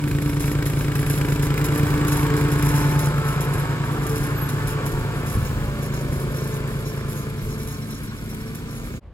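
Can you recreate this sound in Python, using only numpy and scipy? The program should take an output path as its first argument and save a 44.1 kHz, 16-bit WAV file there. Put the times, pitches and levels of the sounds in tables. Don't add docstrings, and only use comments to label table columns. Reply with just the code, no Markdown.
import sys
import numpy as np
from scipy import signal
from scipy.fft import rfft, irfft, next_fast_len
from scipy.io import wavfile
from scipy.ndimage import map_coordinates

SR = 44100
rng = np.random.default_rng(int(sys.argv[2]) if len(sys.argv) > 2 else 0)


def master(y):
    cut = np.clip(np.atleast_2d(y).T, -1, 1)
    pcm = np.round(cut * 32767)
    wavfile.write(sys.argv[1], SR, pcm.astype(np.int16))


N = 402633

# time in seconds, nearness in dB against its closest point.
NEAR = [(0, -12), (1.2, -6.5), (2.2, -0.5), (3, -1), (4.1, -4), (4.9, -4), (5.6, -8.5), (6.8, -10.5),
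        (7.8, -15.5), (9, -16.5)]


def amp(db):
    return 10 ** (np.asarray(db) / 20)


def unit(x):
    return x / np.sqrt(np.mean(x ** 2) + 1e-20)


def along(points, hz):
    f, v = np.transpose(points)
    return np.interp(np.log(hz + 1), np.log(f + 1), v)


def curves(rows):
    s, *cols = np.transpose(rows)
    return [np.interp(np.arange(N) / SR, s, c) for c in cols]


def wobble(rate):
    knots = rng.standard_normal(int(N * rate / SR) + 4)
    coarse = np.arange(0, N + 64, 64)
    return np.interp(np.arange(N), coarse, map_coordinates(knots, [coarse * rate / SR]))


def swelling(rows):
    t = np.arange(N) / SR
    return sum(amp(db) * np.exp(-((t - s) / width) ** 2) for s, width, db in rows)


def filtered(x, response):
    m = next_fast_len(N + SR // 2, real=True)
    return irfft(rfft(x, m) * response(np.fft.rfftfreq(m, 1 / SR)), m)[..., :N]


def causal(x, spectrum, size=8192):
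    cepstrum = irfft(np.log(amp(along(spectrum, np.fft.rfftfreq(size, 1 / SR)))))
    cepstrum[1:size // 2] *= 2
    cepstrum[size // 2 + 1:] = 0
    return signal.fftconvolve(x, irfft(np.exp(rfft(cepstrum))))[:N]


def rush(spectrum):
    # frequency in Hz, left-right likeness (1 is identical).
    likeness = [(100, .98), (400, .95), (1000, .86), (2000, .74), (3200, .55), (5000, .3), (8000, .5),
                (12000, .5)]

    def colour(hz):
        angle = np.arccos(np.clip(along(likeness, hz), -1, 1)) / 2
        return amp(along(spectrum, hz)) * [np.cos(angle), np.sin(angle)]

    mid, side = filtered(rng.standard_normal((2, N)), colour)
    return unit(np.array([mid + side, mid - side]))


def add(track, s, sound):
    part = track[max(round(s * SR), 0):][:len(sound)]
    part += sound[:len(part)]


def bounced(x, path_ms, drift_ms, share):
    delay = (path_ms + drift_ms * wobble(.8)) * SR / 1000
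    n = np.arange(N)
    echo = np.array([np.interp(n - delay, n, side, left=0) for side in np.atleast_2d(x)])
    return unit(x + share * echo)


def yard(x):
    # frequency in Hz, time to fall by 60 dB in seconds.
    decay = [(100, 0.082), (1000, 0.31), (10000, 0.0058)]
    hz, t, z = signal.stft(rng.standard_normal((2, SR // 2)), SR, nperseg=256)
    tail = signal.istft(z * amp(-60 * t / along(decay, hz)[:, None]), SR, nperseg=256)[1]
    return signal.fftconvolve(x[None], tail / np.linalg.norm(tail[0]), axes=1)[:, :N]


def engine_cycle():
    # time in seconds, firings per second.
    speed = [(0, 27.36), (.95, 27.23), (1.5, 27.39), (1.8, 27.67), (2.4, 27.4), (3.7, 27.32), (4.05, 27.44),
             (4.9, 27.05), (5.25, 27.14), (5.55, 26.7), (5.75, 27.07), (6.6, 27.01), (8.45, 27.4),
             (8.7, 28.3), (9, 28.86)]
    return np.cumsum(curves(speed)[0]) / SR - .08


def firings(cycle, jitter_ms, scatter_db):
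    at = np.interp(np.arange(1, int(cycle[-1])), cycle, np.arange(N))
    late, strength = rng.uniform(-1.05, 1, (len(at), 2)).T
    at = np.clip(at + late * jitter_ms * SR / 1000, 0, N - 1).astype(int)
    return np.bincount(at, amp(scatter_db * strength), N)


def turned_away():
    # time in seconds, share of the exhaust heard from the back.
    back_share = [(0, 0.094), (2.6, 0.43), (3.9, 1), (9, 0.94)]
    return np.clip(curves(back_share)[0], 0, 1)


def heard_db(layer):
    follows = {"roar": (-32, 0.88, 0.195), "hiss": (-38, 0.48, 1.76), "clatter": (-37, 1, .3)}
    closest_db, slope, turned_db = follows[layer]
    return closest_db + slope * curves(NEAR)[0] - turned_db * turned_away()


def exhaust(cycle):
    # frequency in Hz, response in dB.
    front, back = [(27, -23), (54, -6), (82, -12), (109, -6), (137, 0), (164, -7.5), (191, -18), (218, -20),
                   (246, -18), (273, -13), (300, -9.5), (328, -13.5), (355, -16), (382, -24), (410, -14),
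                   (465, -26), (520, -28), (600, -38), (2000, -50), (5000, -90)], [(27, -24), (54, -12), (82, -17), (109, -12), (137, 0),
                                          (164, -7.5), (191, -23), (218, -23), (244, -18), (272, -22),
                                          (325, -24), (355, -16), (380, -15.5), (460, -27), (515, -23),
                                          (570, -31), (680, -30), (800, -44), (2000, -52), (5000, -90)]
    # time in seconds, exhaust level in dB.
    level = [(0, -26.5), (2.6, -23), (4.5, -27), (5.5, -30), (6.2, -25.5), (7.3, -32.5), (8.1, -41),
             (9, -34)]
    pulses = firings(cycle, jitter_ms=.15, scatter_db=1.2)
    turned = turned_away()
    tone = (1 - turned) * causal(pulses, front) + turned * causal(pulses, back)
    tone = filtered(tone, lambda hz: np.exp(-5j * np.arctan(hz / 260)))
    blur = filtered(yard(tone)[0], lambda hz: along([(170, 0), (420, .2), (700, .65)], hz))
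    return amp(curves(level)[0]) * bounced(tone + blur, path_ms=36.5, drift_ms=.4, share=.3)


def bark(cycle):
    # time in seconds, level in dB.
    level = [(0, -39.5), (.7, -37.5), (2.3, -37), (4.5, -54), (6, -50), (9, -53.5)]
    # time in seconds, extra dB.
    hard_firings = [(.113, 3), (.627, 4.5), (.958, 3.5), (1.216, 4), (1.323, 2), (1.58, 4)]
    bands_hz = [300, 1500, 2300, 3600, 8000]
    decay_s, attack_s, scatter_db = 0.0047, .0006, 2.1
    t = np.arange(SR // 20) / SR
    puff = np.exp(-t / decay_s) * (1 - np.exp(-t / attack_s))
    accent = np.ones(N)
    for s, extra_db in hard_firings:
        accent[np.abs(np.arange(N) / SR - s) < .015] = amp(extra_db)
    edge = rush([(300, 2.5), (700, -14), (1100, 0), (1700, 7), (1950, 3), (2300, 5.0), (3200, -4.5),
                 (6000, -9.5), (11000, -10.5), (15800, -9.0)])
    cracks = 0
    for band in np.eye(len(bands_hz)):
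        impulses = firings(cycle + .025, jitter_ms=.6, scatter_db=scatter_db)
        gate = signal.fftconvolve(impulses, puff)[:N]
        cracks = cracks + gate * filtered(edge, lambda hz: np.interp(hz, bands_hz, band))
    return amp(curves(level)[0]) * bounced(accent * cracks, path_ms=2.8, drift_ms=.5, share=.5)


def belt_hum(cycle):
    # time in seconds, fundamental in dB, overtone reference in dB.
    hum = [(0, -24, -34), (.4, -28, -31), (1, -25, -34.5), (1.5, -25, -33), (2.35, -25, -27),
           (2.9, -21, -30), (3.2, -24.5, -53), (3.85, -30.5, -43), (4.2, -30.5, -33.5), (4.6, -28, -45.5),
           (5.2, -33.5, -44), (6.3, -34.5, -51), (7.4, -35.5, -47.5), (9, -44.5, -50)]
    # dB facing the microphones, dB turned away.
    low_overtones = [(0, 1), (-17.5, -6)]
    swells = {3: [(.5, 0.54, -46), (1.65, 0.27, -36.5), (2.35, 0.13, -30), (3.3, .4, -41.5),
              (4.15, 0.11, -36), (4.75, 0.31, -39), (6.6, 0.53, -40), (7.5, 0.3, -43.5),
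              (8.5, 0.22, -47.5)], 4: [(1, 0.78, -50), (3.1, 0.33, -44.5), (5.75, 0.24, -43),
              (6.45, 0.49, -47.5)], 5: [(5.2, 0.81, -50.5)], 6: [(2.17, .17, -40.5), (2.87, .26, -38)],
              9: [(3.32, .2, -35.5)]}
    belt_ratio = 5.35
    overtone_fade_db, whine_fade_db = 2.5, 3.5
    whine_closest_db, whine_slope = -51.5, 1.16
    blur_rad = .65

    phase = 2 * np.pi * belt_ratio * cycle + .15 * wobble(3) + .06 * wobble(30)
    fundamental_db, overtones_db = curves(hum)
    turned = turned_away()
    levels_db = [fundamental_db]
    for front_db, back_db in low_overtones:
        heading_db = (1 - turned) * front_db + turned * back_db
        levels_db.append(overtones_db + heading_db + overtone_fade_db * wobble(2.62))
    whine_db = whine_closest_db + whine_slope * curves(NEAR)[0]
    for _ in range(4, 13):
        levels_db.append(whine_db + whine_fade_db * wobble(3))

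    total = 0
    for k, db in enumerate(levels_db, 1):
        gain = np.hypot(amp(db), swelling(swells.get(k, [])))
        flutter = amp(min(.6 * k, 1.8) * wobble(14))
        blur = blur_rad * wobble(60) if k > 5 else 0
        total = total + gain * flutter * np.sin(k * phase + blur + rng.uniform(0, 2 * np.pi))
    return np.sqrt(2) * total


def blade(cycle):
    # frequency in Hz, relative density in dB per Hz.
    deck_colour, roar_colour, hiss_colour = [(90, -17), (170, -1), (240, -6), (330, 3), (450, 2),
                                             (560, -4.5), (680, -10.5), (1000, -63)], [(450, -59), (680, -7.5), (850, 0), (1020, 2.5),
                                                           (1250, 0.5), (1450, 1), (1750, -1.5), (1950, -9),
                                                           (2250, -26), (2550, -24), (4000, -39.5)], [(1700, -39), (2100, 7.5),
                                                                         (2330, 8.5), (2550, -0.5),
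                                                                         (3700, 0.5), (5200, -3.5),
                                                                         (6200, -8), (8000, -0.5),
                                                                         (10500, -27.5), (13000, -12),
                                                                         (15800, -41)]
    # time in seconds, level in dB.
    deck_level = [(0, -40.5), (1.1, -38), (1.9, -33), (2.9, -37), (3.5, -34.5), (4.2, -37.5), (5.3, -35),
                  (6.8, -39.5), (7.9, -43), (9, -45)]
    grain_db = 1.3
    churn = bounced(rush(roar_colour), path_ms=5, drift_ms=.45, share=.5)
    churn = bounced(churn, path_ms=12, drift_ms=.5, share=.4)
    spray = bounced(rush(hiss_colour), path_ms=6, drift_ms=.15, share=.5)
    turn = 2 * np.pi * 2 * cycle
    swish = unit(1 + 0.078 * np.cos(turn) + 0.052 * np.cos(2 * turn))
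    deck = amp(curves(deck_level)[0] + 1.2 * wobble(7)) * rush(deck_colour)
    roar = amp(heard_db("roar") + grain_db * (wobble(40) + wobble(150))) * churn
    hiss = amp(heard_db("hiss")) * spray
    return swish * (deck + roar + hiss)


def blade_tone(cycle):
    # time in seconds, tone at the tip rate in dB, its octave in dB.
    level = [(0, -40, -61), (3.3, -45, -56), (3.7, -40, -47.5), (5, -34, -42.5), (6.2, -43.5, -38.5),
             (7.5, -38.5, -41), (9, -41.5, -42.5)]
    phase = 2 * np.pi * 4 * cycle + .15 * wobble(8)
    tones = [amp(db + 2.17 * wobble(11)) * np.sin(k * phase) for k, db in enumerate(curves(level), 1)]
    return np.sqrt(2) * sum(tones)


def boom():
    colour = [(100, -29), (170, -0.5), (225, -1.0), (270, -1.5), (340, -19), (700, -66)]
    return amp(-38.5 + 0.58 * wobble(7.4)) * rush(colour)


def clatter(cycle):
    place = cycle % 1 * 1600
    patterns = rng.standard_normal((4, 1601))
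    angle = np.pi * (np.arange(N) / SR * 1.1 + 0.31 * wobble(1.52))
    repeats = 0
    for k, pattern in enumerate(patterns):
        weight = np.cos(angle * (1 + k / 2) + k)
        repeats = repeats + weight * np.interp(place, np.arange(len(pattern)), pattern)
    colour = [(400, -11.5), (700, -7.5), (1050, 1), (1500, -1.0), (1950, -9.0), (2250, -7.5),
              (3000, -8.0), (6000, -74), (12000, -43)]
    return amp(heard_db("clatter")) * unit(filtered(repeats, lambda hz: amp(along(colour, hz))))


def shaking():
    # time in seconds, level in dB.
    chatter = [(0, -52), (.4, -45.5), (3, -45.5), (3.8, -48), (9, -50.5)]
    # start in seconds, hold in seconds, nominal strength in dB.
    jolts = [(0.217, 0.01, -36.5), (0.396, .13, -35.5), (0.656, 0.19, -38.5), (0.952, 0.065, -31.5),
             (1.098, 0.084, -33.5), (1.424, 0.04, -30.5), (1.642, 0.019, -28), (1.75, 0.029, -35.5),
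             (2.071, 0.018, -33.5), (2.366, 0.05, -34), (2.517, 0.019, -34), (2.625, 0.25, -35),
             (2.991, 0.072, -36.5), (3.28, 0.06, -37.5), (3.407, 0.042, -31), (3.532, 0.022, -37),
             (4.066, 0.05, -36), (4.158, 0.059, -35), (4.23, 0.032, -35), (4.488, 0.012, -36.5),
             (4.673, 0.05, -34), (4.863, 0.07, -41.5), (5.26, 0.091, -39.5), (5.45, 0.012, -38),
             (5.82, 0.046, -38.5), (5.936, 0.08, -37.5), (6.32, 0.13, -45), (7.083, 0.18, -41.5),
             (7.488, 0.035, -48), (7.578, 0.23, -48.5), (8.293, 0.06, -46), (8.546, 0.05, -46.5)]
    sag_db, t60_s = 2.5, 0.12
    accent_db, accent_s = 6, 0.0098
    knocks_per_s, knock_s, knock_size = 32, 0.029, 0.74
    energy = amp(curves(chatter)[0] + 2.7 * wobble(22)) ** 2
    t = np.arange(SR) / SR
    for s, length, db in jolts:
        release_db = 60 * np.maximum(t - length, 0) / t60_s
        blow_db = accent_db * np.exp(-t / accent_s)
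        add(energy, s, amp(db - sag_db + blow_db - release_db) ** 2)
    hits = (rng.random(N) < knocks_per_s / SR) * amp(5.3 * rng.standard_normal(N))
    knocks = signal.lfilter([1], [1, -np.exp(-1 / (knock_s * SR))], hits)
    return np.sqrt(energy) * unit(1 + knock_size * knocks)


def rattle():
    # frequency in Hz, relative density in dB per Hz.
    rasp_colour = [(1500, 5.5), (3500, 2), (5000, 2), (6100, 5.5), (8000, 3.5), (11300, 10), (13000, 2.5),
                   (15800, -2.5)]
    # frequency in Hz, width in Hz, relative level in dB.
    steel = [(4080, 160, 6), (5560, 55, 8.5), (6490, 35, 4), (6720, 35, 7.5), (9280, 70, 4), (9570, 60, 4),
             (9900, 50, 2), (10600, 60, 5), (10900, 60, 8), (11300, 70, 8), (12300, 120, 4), (14020, 60, 2),
             (14700, 80, 1)]
    mode_growth = [(5500, 1.5), (11000, 0.78)]
    hard = amp(-26)
    shake = shaking()
    contacts = unit(rng.standard_normal(N) * amp(2.8 * wobble(500)))
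    rasp = unit(filtered(contacts, lambda hz: amp(along(rasp_colour, hz))))
    ring = 0
    for hz, width, db in steel:
        drive = contacts * hard * (shake / hard) ** along(mode_growth, hz)
        mode = signal.lfilter(*signal.iirpeak(hz, hz / width, SR), drive)
        ring = ring + amp(db + 3.6 * wobble(9.1)) * mode
    return rasp * shake + amp(-2.5) * ring


def scrapes():
    # start in seconds, length in seconds, lower modes in dB, upper modes in dB.
    rubs = [(2.702, 0.29, -50, -55), (2.984, 0.11, -55, -50), (4.66, .08, -55, -53),
            (5.27, 0.058, -54, -49), (5.44, 0.047, -54, -48), (5.808, .09, -54, -51), (5.917, .1, -51, -48),
            (6.335, 0.16, -52, -52), (6.515, 0.042, -50, -48), (6.85, .07, -49, -48),
            (6.963, 0.097, -55, -64), (7.132, 0.15, -59, -52), (7.378, .05, -54, -63),
            (7.482, 0.081, -52, -52), (7.58, .07, -54, -56), (7.67, 0.12, -52, -50),
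            (7.81, 0.061, -56, -66), (7.893, 0.1, -49, -51), (8.07, .055, -51, -66),
            (8.168, 0.036, -50, -64), (8.29, .06, -54, -53), (8.4, .035, -56, -66), (8.46, .05, -56, -63),
            (8.557, 0.054, -58, -55), (8.67, 0.12, -57, -52), (8.77, 0.092, -65, -52),
            (8.905, 0.16, -66, -53)]
    # frequency in Hz, width in Hz, relative level in dB.
    mode_pairs = [
        [(4100, 300, -2.5), (5560, 220, 2)],
        [(6490, 70, -2.5), (6720, 70, -2.5)],
    ]
    # time in seconds, gain in dB.
    slide = [(7.7, -0.5), (8.3, -9)]
    strokes = np.zeros((2, N))
    for s, length, *levels in rubs:
        u = np.linspace(0, 1, int(length * SR))
        envelope = np.abs(np.sin(np.pi * u ** .8)) ** .5
        for stroke, db in zip(strokes, levels):
            add(stroke, s, amp(db) * envelope)
    modes = []
    for stroke, pair in zip(strokes, mode_pairs):
        for hz, width, db in pair:
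            phase = 2 * np.pi * np.cumsum(hz + width / 2 * wobble(300)) / SR
            ring = unit(amp(4 * wobble(140)) * np.sin(phase))
            modes.append(stroke * amp(db) * ring)
    modes[2] = modes[2] * amp(curves(slide)[0])
    return sum(modes)


def squeaks():
    # start in seconds, length in seconds, middle pitch in Hz, peak level in dB.
    chirps = [(4.35, .024, 13900, -37), (4.367, 0.042, 12200, -33), (4.411, .018, 11470, -29.5),
              (4.424, 0.026, 11750, -31), (4.445, 0.04, 11500, -39)]
    track = np.zeros(N)
    for s, length, hz, db in chirps:
        u = np.linspace(0, 1, int(length * SR))
        pitch = hz * (1 + 0.026 * (u - .5) + 0.027 * rng.standard_normal(len(u)))
        add(track, s, amp(db) * np.sin(np.pi * u) * np.sin(2 * np.pi * np.cumsum(pitch) / SR))
    return track


def moving_left(x):
    # time in seconds, lead in ms.
    drift = [(0, -0.018), (9, 0.072)]
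    n, half = np.arange(N), curves(drift)[0] * SR / 2000
    return np.array([np.interp(n + half, n, x[0]), np.interp(n - half, n, x[1])])


def over_grass(x):
    share_lost = curves([(5, 0), (7.5, .45)])[0]
    return x - share_lost * signal.lfilter(*signal.iirpeak(860, 6, SR), x)


def from_left(x):
    # frequency in Hz, lead of the left microphone in ms.
    lead = [(30, 1.35), (60, .68), (125, .32), (250, .21), (600, .14), (1000, .16), (1600, .11),
            (2000, .11), (3000, .08), (4000, .07), (5500, .24), (6400, .263)]
    sides = np.array([[1], [-1]])
    return filtered(x, lambda hz: np.exp(1j * np.pi * hz * along(lead, hz) / 1000 * sides))


def thumps():
    # start in seconds, frequency in Hz, level before the decay in dB.
    buffets = [(1.833, 160, -10), (3.557, 110, -10), (5.350, 70, -7), (5.372, 111, -6.5),
               (5.427, 110, -12.5), (5.441, 60, -12), (6.092, 75, -11), (6.173, 75, -14), (7.479, 60, -14)]
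    track, t = np.zeros(N), np.arange(SR // 10) / SR
    for s, hz, db in buffets:
        add(track, s, amp(db) * np.sin(2 * np.pi * hz * t) * np.exp(-t / 0.0064))
    return track


def rumble():
    # time in seconds, steady level in dB.
    level = [(0, -36), (1.2, -33.5), (2.7, -35), (3.7, -40), (4.6, -31.5), (6.8, -38), (9, -36.5)]
    # centre in seconds, half width in seconds, level in dB.
    gusts = [(1.88, 0.092, -29), (5.5, 0.18, -26.5), (6.1, 0.11, -35), (7.47, 0.082, -32)]
    # frequency in Hz, relative density in dB per Hz.
    low_colour = [(12, -29), (25, -9), (38, 2.5), (60, 1), (90, -2.5), (140, -10), (250, -20.5),
                  (500, -41.5)]
    return np.hypot(amp(curves(level)[0]), swelling(gusts)) * amp(1.2 * wobble(9)) * rush(low_colour)


def quiet_lawn():
    # frequency in Hz, relative density in dB per Hz.
    lawn_colour = [(15, -21), (50, 4.5), (130, -7.5), (300, -17), (1000, -28), (4500, -47), (5500, -54),
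                   (15000, -68)]
    return amp(-42.0 + 2 * wobble(20)) * rush(lawn_colour)


def scene():
    cycle = engine_cycle()
    metal = rattle() + scrapes() + squeaks() + clatter(cycle)
    engine = exhaust(cycle) + bark(cycle) + belt_hum(cycle)
    deck = blade(cycle) + blade_tone(cycle) + boom()
    mower = moving_left(engine + deck) + metal
    outdoors = from_left(over_grass(mower) + rumble() + thumps()) + amp(-9) * yard(metal)
    change_s = 9.0
    t = np.arange(N) / SR
    yard_fade = np.clip((change_s - t) / 0.031, 0, 1)
    lawn_fade = np.clip((t - change_s) / 0.033, 0, 1)
    return outdoors * yard_fade + quiet_lawn() * lawn_fade


def record(dry):
    no_deep_bass = signal.lfilter(*signal.butter(2, 20, "high", fs=SR), dry)
    top_hz = 15850
    return filtered(no_deep_bass, lambda hz: hz < top_hz)


dry = scene()
out = record(dry)
master(out)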